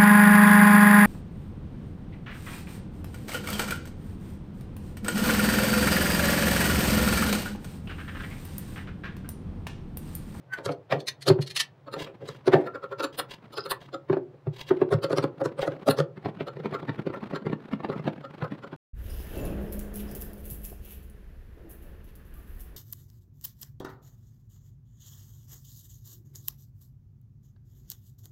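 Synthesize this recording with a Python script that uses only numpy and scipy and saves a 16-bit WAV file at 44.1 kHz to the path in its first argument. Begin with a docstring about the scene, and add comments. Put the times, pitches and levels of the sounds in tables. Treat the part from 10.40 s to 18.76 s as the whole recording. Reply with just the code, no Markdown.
"""A wrench knocks, bites and slips on a chromed bottle trap under a sink, its loose jaw clinking. The loosened
nut is spun up the pipe by hand, a plastic bucket bumps below, then fingers unscrew the cup in short gritty
turns. A short gritty swell of noise leads into each blow, which then fades as the parts ring, heard close by in
a small hard-walled room."""
import sys
import numpy as np
from scipy import signal
from scipy.fft import rfft, irfft, next_fast_len
from scipy.io import wavfile
from scipy.ndimage import uniform_filter1d

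SR = 44100
rng = np.random.default_rng(int(sys.argv[2]) if len(sys.argv) > 2 else 0)


def generate_wav(signal):
    """Clip the signal to [-1, 1] and save it as 16-bit WAV at the path in sys.argv[1]."""
    frames = np.transpose(np.atleast_2d(signal))
    scaled = np.clip(frames, -1, 1) * 32767
    pcm = np.round(scaled).astype(np.int16)
    wavfile.write(sys.argv[1], SR, pcm)


N = 368808
RING_T_S = np.arange(SR // 4) / SR
SWELL_SAMPLES = SR // 16  # either side of a blow

# modes of the under-sink hollow and the whole trap: f/Hz, level/dB, t60/s
HOLLOW_MODES = [(122, -3, .08), (150, 0, .09)]
TRAP_MODES = [(280, -12, .11), (369, 2.5, .095), (490, -19, .13), (570, -14, .09)]
# radiation of hollow, trap body and surface rasp: f/Hz, level/dB
HOLLOW_SPECTRUM = [(25, -28), (70, -13), (140, 12), (220, -5), (600, -84.5)]
BODY_SPECTRUM = [(90, -38), (270, 4.5), (400, 9.5), (560, 3.5), (800, -2), (1800, -55)]
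RASP_SPECTRUM = [(250, -19.5), (800, 0), (1400, -2), (4200, -19), (6500, -35), (15000, -43)]
# knocks on the trap: t/s, level/dB, boom/dB
KNOCKS = [(0.900, -8.5, 9.5), (0.988, -27, 25), (2.075, -10, -14), (2.134, -8.5, -9), (3.698, -13.5, 3.5),
          (3.729, -15, -3), (3.768, -18, -15.5), (4.069, -29.5, 26), (4.308, -9, -11.5), (4.416, -10, -7),
          (4.536, -25.5, 28.5), (5.600, -34.5, 25)]
# drive to hollow, trap, rasp: offset/dB, share of boom
KNOCK_MIX = [(-14.5, 0.81), (-2.5, 0.052), (-18, 0.13)]
def knocks():
    """Blunt blows ring the whole trap low; the hollow under the sink booms."""
    parts = [resonator(HOLLOW_MODES, HOLLOW_SPECTRUM, t60_s=0.04, modes_db=6),
             resonator(TRAP_MODES, BODY_SPECTRUM, t60_s=0.07, modes_db=10),
             resonator([], RASP_SPECTRUM, t60_s=0.065)]
    return contacts(KNOCKS, parts, KNOCK_MIX, rise_s=0.012, fall_s=0.0022, swell_db=-16, blow_s=2e-4)


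# trap body modes: f/Hz, level/dB, t60/s
BODY_MODES = [(425, -9, .07), (495, -6, .073), (545, 0, .083)]
# radiation of pipe and wrench steel: f/Hz, level/dB
PIPE_SPECTRUM = [(300, -18), (800, 0.5), (1300, 12), (2600, -13.5), (5500, -35)]
STEEL_SPECTRUM = [(250, -27), (1000, -13), (4300, 3), (7200, -13), (9800, -10), (15500, -26)]
# jaws gripping and slipping: t/s, level/dB, hardness/dB
BITES = [(0.261, -27.5, 16), (0.881, -19.5, 15.5), (1.889, -36, 19), (2.08, -26, 13), (4.526, -17.5, -1),
         (4.539, -26, 8.5), (4.641, -26, 1), (4.706, -22.5, -5.5), (4.729, -21, 4), (4.783, -20.5, 11.5),
         (4.84, -20, 2), (5.015, -23, -6), (5.058, -21.5, 3.5), (5.193, -25.5, 0), (5.277, -21, -2),
         (5.486, -16.5, 9), (5.587, -25, 11.5), (5.602, -20, 7.5)]
# drive to hollow, body, pipe, steel: offset/dB, share of hardness
BITE_MIX = [(-10, 0.38), (1, 0.042), (-11, 0.31), (-23.5, 1)]
def jaw_bites():
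    """Toothed jaws grind on the nut and damp its ring; harder bites bring out the steel."""
    parts = [resonator(HOLLOW_MODES, HOLLOW_SPECTRUM, t60_s=0.017, modes_db=12.5),
             resonator(BODY_MODES, BODY_SPECTRUM, t60_s=0.033, modes_db=2.5),
             resonator([], PIPE_SPECTRUM, t60_s=0.047),
             resonator([], STEEL_SPECTRUM, t60_s=0.01)]
    return contacts(BITES, parts, BITE_MIX, rise_s=0.015, fall_s=0.0045, swell_db=-2.5, blow_s=4e-5)


# modes of wrench steel and pipe wall: f/Hz, level/dB, t60/s
STEEL_MODES = [(4225, 1, .055), (4305, 0, .05), (6100, 2, .08)]
WALL_MODES = [(1770, 0, .08), (1914, -1, .09)]
# loose jaw hits: t/s, level/dB
CLINKS = [(0.32, -46), (0.604, -43.5), (0.684, -26), (0.826, -40), (0.886, -22.5), (1.024, -36),
          (1.076, -40), (1.11, -38.5), (1.165, -25), (1.175, -27.5), (1.204, -21), (1.212, -28)]
def jaw_clinks():
    """The wrench's loose jaw chatters against its handle."""
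    jaw = resonator(STEEL_MODES + WALL_MODES, STEEL_SPECTRUM, t60_s=0.04, modes_db=-6)
    return contacts(CLINKS, [jaw], [(0, 0)], rise_s=0.012, fall_s=0.0041, swell_db=0.5, blow_s=2e-5)


# hits on the pipe: t/s, level/dB
CLANKS = [(0.523, -25), (2.135, -20), (2.797, -29.5), (3.317, -26)]
def pipe_clanks():
    """Metal meets the pipe squarely; its wall rings in the midrange."""
    wall = resonator(WALL_MODES, RASP_SPECTRUM, t60_s=0.05, modes_db=-7)
    return contacts(CLANKS, [wall], [(0, 0)], rise_s=0.013, fall_s=0.0013, swell_db=-3, blow_s=4e-5)


def squeak(peak_s=0.1378, pitch_hz=1520, sag_hz_per_s=1300, level_db=-24):
    """Sliding metal squeals once, sagging in pitch; overtones and hiss grow with the stroke."""
    rise_s, fall_s = 0.01, 0.017
    t = np.arange(N) / SR - peak_s
    swell = np.exp(-np.abs(t) / np.where(t < 0, rise_s, fall_s))
    shake = noise([(400, 0), (4000, -40)], N)
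    hz = pitch_hz - sag_hz_per_s * np.clip(t, -rise_s, 2 * fall_s) + 40 * shake
    phase = 2 * np.pi * np.cumsum(hz) / SR
    overtones = sum(np.sin(k * phase) / (k - 1) for k in range(2, 10))
    friction = amp(-19) * overtones + amp(-28) * noise(STEEL_SPECTRUM, N)
    return amp(level_db) * swell * (1 + 0.35 * shake) * (np.sin(phase) + swell * friction)


# loaded strokes: centre t/s, half length/s, level/dB
GRINDS = [(2.218, 0.061, -40), (5.244, 0.016, -28)]
def grinds():
    """Jaws and thread drag under load, in coarse grains."""
    pressure = sum(amp(db) * stroke(centre_s, half_s) for centre_s, half_s, db in GRINDS)
    body = resonator(BODY_MODES, BODY_SPECTRUM, t60_s=0.02)
    rasp = resonator([], RASP_SPECTRUM, t60_s=0.051)
    return pressure * drag(grit(N, per_s=1300), body() + amp(-9) * rasp())


# light strokes: centre t/s, half length/s, level/dB
SLIDES = [(1.615, 0.029, -39.5), (1.916, 0.068, -54.5), (2.747, 0.014, -51), (2.924, 0.022, -45),
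          (3.442, 0.035, -57.5), (4.191, 0.049, -50), (4.29, 0.016, -43.5), (5.227, 0.019, -40.5)]
def slides():
    """Steel skims over chrome without a blow."""
    pressure = sum(amp(db) * stroke(centre_s, half_s) for centre_s, half_s, db in SLIDES)
    skim = resonator([], [(300, -8.5), (3600, -5.5), (7000, -24.5), (15500, -30.5)], t60_s=0.047)
    return pressure * drag(grit(N, per_s=2000), skim())


# modes of pipe, nut and treble scratch: f/Hz, level/dB, t60/s
PIPE_MODES = [(1087, -3, .13), (1270, -3, .09), (1365, 0, .11)]
NUT_MODES = [(5040, 0, .04), (4270, -9, .04), (7250, 14, .07)]
SCRATCH_MODES = [(13620, 0, .03)]
# radiation of nut and scratch: f/Hz, level/dB
NUT_SPECTRUM = [(1200, -19.5), (2900, 15.5), (4300, 16.5), (7000, -10), (12000, -58)]
SCRATCH_SPECTRUM = [(6800, -25), (9200, 4.5), (12000, -8), (15500, -12)]
# nut touching the pipe: t/s, level/dB, hardness/dB
RATTLES = [(1.483, -43, -11), (1.539, -32.5, -0.5), (2.605, -29, -3), (2.645, -27, 1.5), (2.797, -30, 7),
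           (3.14, -45, 2), (3.181, -30, 0), (3.263, -35, 0.5), (3.317, -30, 8), (3.545, -33.5, -5),
           (4.643, -29.5, 1.5), (5.51, -26, 5.5), (6.083, -36.5, -3.5), (6.349, -31.5, -8),
           (6.744, -44, -24.5), (6.961, -32.5, -4), (7.527, -42.5, -15.5), (7.85, -41, -8.5),
           (8.045, -36.5, -12.5), (8.243, -42, -9.5)]
# drive to body, pipe, nut, scratch: offset/dB, share of hardness
RATTLE_MIX = [(0, -0.29), (-2, -0.33), (-7, 0.77), (-21.5, 2.5)]
def nut_rattles(spin_start_s=2.272, period_s=0.0845, spin_db=-37.5, hardness_db=-13.5):
    """The free nut rattles on the pipe, brighter when hit harder; flicked, it grazes once a turn."""
    parts = [resonator(BODY_MODES, BODY_SPECTRUM, t60_s=0.076, modes_db=4),
             resonator(PIPE_MODES, PIPE_SPECTRUM, t60_s=0.06),
             resonator(NUT_MODES, NUT_SPECTRUM, t60_s=0.028, modes_db=-7),
             resonator(SCRATCH_MODES, SCRATCH_SPECTRUM, t60_s=0.033, modes_db=-6)]
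    grazes = [(spin_start_s + turn * period_s, spin_db, hardness_db) for turn in range(4)]
    return contacts(RATTLES + grazes, parts, RATTLE_MIX,
                    rise_s=0.015, fall_s=0.00085, swell_db=3.5, blow_s=3e-5)


def nut_whirl(centre_s=3.195, half_s=0.038, level_db=-43):
    """Spun around the pipe, the nut sings on one mode."""
    nut = resonator(NUT_MODES[:1], NUT_SPECTRUM, t60_s=0.02, modes_db=9)
    return amp(level_db) * stroke(centre_s, half_s) * drag(grit(N, per_s=650), nut())


# cup radiation: f/Hz, level/dB
CUP_SPECTRUM = [(40, -21), (150, 17.5), (400, 12), (850, -1), (4200, -21.5), (7000, -50.5)]
# thread slips: t/s, level/dB
SLIPS = [(5.776, -36.5), (5.858, -25), (5.886, -32), (5.971, -38), (6.008, -25.5), (6.168, -34.5),
         (6.2, -32.5), (6.258, -24.5), (6.326, -31), (6.429, -33.5), (6.493, -24), (6.59, -27.5),
         (6.672, -23), (6.702, -33.5), (6.772, -36), (6.829, -31), (6.935, -26.5), (7.023, -36.5),
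         (7.066, -22), (7.098, -29), (7.129, -22.5), (7.333, -22), (7.403, -34.5), (7.447, -26),
         (7.499, -24.5), (7.563, -30), (7.595, -30), (7.655, -30.5), (7.677, -20), (7.78, -38.5),
         (8.023, -25), (8.12, -28), (8.329, -34)]
# drive to cup, rasp: offset/dB, share (zero)
SLIP_MIX = [(0.5, 0), (-15, 0)]
def cup_turns():
    """The hand-muffled cup sticks and slips in its gritty thread: dry thuds with a rasp."""
    parts = [resonator(HOLLOW_MODES + TRAP_MODES, CUP_SPECTRUM, t60_s=0.03, modes_db=-5),
             resonator(PIPE_MODES, RASP_SPECTRUM, t60_s=0.029, modes_db=-10)]
    return contacts(SLIPS, parts, SLIP_MIX, rise_s=0.014, fall_s=0.008, swell_db=-3, blow_s=6e-5)


# bucket pushed into place: t/s, level/dB, hardness/dB
BUMPS = [(0.186, -40.5, 18.5), (0.291, -24.5, 6), (0.524, -19.5, 11.5), (0.554, -24.5, -11),
         (1.565, -31, -2), (1.605, -30, -13), (1.673, -43.5, 15.5), (1.824, -31.5, -16),
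         (2.14, -13.5, -0.5), (3.942, -41, -22.5), (5.32, -33.5, 1)]
# drive to hollow, body, rasp: offset/dB, share of hardness
BUMP_MIX = [(-8.5, 0), (-2, 0.2), (-11.5, 0.67)]
def bucket_bumps():
    """The bucket bumps; soft plastic gives a broad, short thud."""
    parts = [resonator(HOLLOW_MODES, HOLLOW_SPECTRUM, t60_s=0.016, modes_db=32.5),
             resonator(BODY_MODES, BODY_SPECTRUM, t60_s=0.18, modes_db=-2.5),
             resonator([], RASP_SPECTRUM, t60_s=0.025)]
    return contacts(BUMPS, parts, BUMP_MIX, rise_s=0.017, fall_s=0.018, swell_db=-2, blow_s=6.6e-5)


# spells of rubbing: start t/s, end t/s, level/dB
RUBS = [(1.46, 3.58, -56), (4.283, 5.652, -50.5), (5.79, 8.4, -48)]
def finger_rubs(per_s=40, spread_db=4, puff_s=0.0041, fade_s=0.03):
    """Fingers shift on the pipe in small uneven rubs, each a puff of noise."""
    catches = (rng.random(N) < per_s / SR) * amp(spread_db * np.clip(rng.standard_normal(N), -2, 1))
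    puff = np.exp(-np.abs(np.arange(-SWELL_SAMPLES, SWELL_SAMPLES)) / (puff_s * SR))
    pressure = unit_rms(signal.fftconvolve(catches, puff, "same")) + 0.3
    t = np.arange(N) / SR
    grip = sum(amp(db) * np.clip(np.minimum(t - start, end - t) / fade_s, 0, 1)
               for start, end, db in RUBS)
    friction = noise(CUP_SPECTRUM, N) + 0.5 * noise(RASP_SPECTRUM, N)
    return grip * unit_rms(pressure) * unit_rms(friction)


# room decay: f/Hz, t60/s
ROOM_DECAY = [(140, 0.35), (450, 0.35), (1500, 0.18), (9000, 0.09)]
def room_echo(sound):
    """Hard walls reflect; the bass lingers longest."""
    hz, t, bands = signal.stft(rng.standard_normal(SR * 3 // 4), SR, nperseg=256)
    decay = amp(-60 * t / log_interp(ROOM_DECAY, hz)[:, None])
    tail = signal.istft(bands * decay, SR, nperseg=256)[1]
    delayed_tail = np.pad(tail / np.linalg.norm(tail), (SR // 150, 0))
    return signal.fftconvolve(sound, delayed_tail)[:N]


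# background air: f/Hz, level/dB
AIR_SPECTRUM = [(30, -45.5), (135, 13.5), (208, -9.5), (561, -7), (4090, -33), (9500, -49.5)]
def room_air(level_db=-54):
    """Faint, steady low noise."""
    return amp(level_db) * noise(AIR_SPECTRUM, N)


def contacts(table, parts, mix, rise_s, fall_s, swell_db, blow_s):
    """A short gritty swell of noise rises into each blow, then fades; mix sets each part's level."""
    track = np.zeros(N)
    t = np.arange(-SWELL_SAMPLES, SWELL_SAMPLES) / SR
    envelope = np.exp(np.where(t < 0, -(t / rise_s) ** 2, -t / fall_s))
    blow = (t >= 0) * np.exp(-np.abs(t) / blow_s)  # longer is duller

    def strike(at_s, level_db, colour_db=0):
        swell = envelope * grit(len(t), per_s=3500)
        drive = blow / blow.sum() + amp(swell_db) * swell / np.linalg.norm(swell)
        start = max(round(at_s * SR) - SWELL_SAMPLES, 0)
        for ring, (offset_db, share) in zip(parts, mix):
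            sound = signal.fftconvolve(drive, ring())
            peak_rms = np.sqrt(uniform_filter1d(sound ** 2, size=260).max())
            gain = amp(level_db + offset_db + share * colour_db) / peak_rms
            track[start:start + len(sound)] += gain * sound[:max(N - start, 0)]
    for row in table:
        strike(*row)
    return track


def resonator(modes, spectrum, t60_s, modes_db=0):
    """A vibrating part: each call gives a new ring of clear modes over dense ones dying in t60_s."""
    t = RING_T_S
    tones = np.array([amp(db - 60 * t / life_s) * np.cos(2 * np.pi * hz * t) for hz, db, life_s in modes])
    response = minimum_phase(spectrum, len(t))

    def radiate(motion):
        return unit_rms(irfft(rfft(motion) * response, len(t)))

    def ring():
        dense = radiate(rng.standard_normal(len(t)) * amp(-60 * t / t60_s))
        if not modes:
            return dense
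        strengths = amp(rng.normal(0, 2, len(modes)))
        return unit_rms(dense + amp(modes_db) * radiate(strengths @ tones))
    return ring


def minimum_phase(spectrum, size):
    """Causal frequency response: nothing sounds before the tap."""
    gain = amp(log_interp(spectrum, np.fft.rfftfreq(size, 1 / SR)))
    cepstrum = irfft(np.log(gain), size)
    cepstrum[1:size // 2] *= 2
    cepstrum[size // 2:] = 0
    return np.exp(rfft(cepstrum))


def stroke(centre_s, half_s, uneven_db=4):
    """A smooth push, made uneven by the surface."""
    unevenness = amp(uneven_db * noise([(40, 0), (500, -78)], N))
    return np.exp(-((np.arange(N) / SR - centre_s) / half_s) ** 2) * unevenness


def drag(catches, ring):
    """Each catch of a sliding surface rings the part; rms 1."""
    return unit_rms(signal.fftconvolve(catches, ring)[:N])


def grit(size, per_s):
    """Sparse clicks of random size and sign; rms 1."""
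    return unit_rms(rng.standard_normal(size) * (rng.random(size) < per_s / SR))


def noise(spectrum, size):
    """Coloured noise; rms 1."""
    gain = amp(log_interp(spectrum, np.fft.rfftfreq(size, 1 / SR)))
    return unit_rms(irfft(rfft(rng.standard_normal(size)) * gain, size))


def log_interp(points, hz):
    points_hz, values = np.transpose(points)
    return np.interp(np.log(hz + 1), np.log(points_hz + 1), values)


def unit_rms(x):
    return x / np.sqrt(np.mean(x ** 2) + 1e-20)


def amp(db):
    return 10 ** (np.asarray(db) / 20)


def scene():
    """Tool, trap and bucket with their echo, plus dry finger rubs and air; mono."""
    direct = knocks() + bucket_bumps() + jaw_clinks() + pipe_clanks() + nut_rattles()
    direct += slides() + grinds() + nut_whirl() + squeak() + jaw_bites() + cup_turns()
    echo = amp(-13.5) * room_echo(direct)
    return (direct + echo + finger_rubs() + room_air())[None]


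def record(dry):
    """Brick-wall low-pass."""
    cutoff_hz = 15700
    size = next_fast_len(N + SR // 2)
    passband = np.fft.rfftfreq(size, 1 / SR) < cutoff_hz
    return irfft(rfft(dry, size) * passband, size)[..., :N]


dry = scene()
out = record(dry)
generate_wav(out)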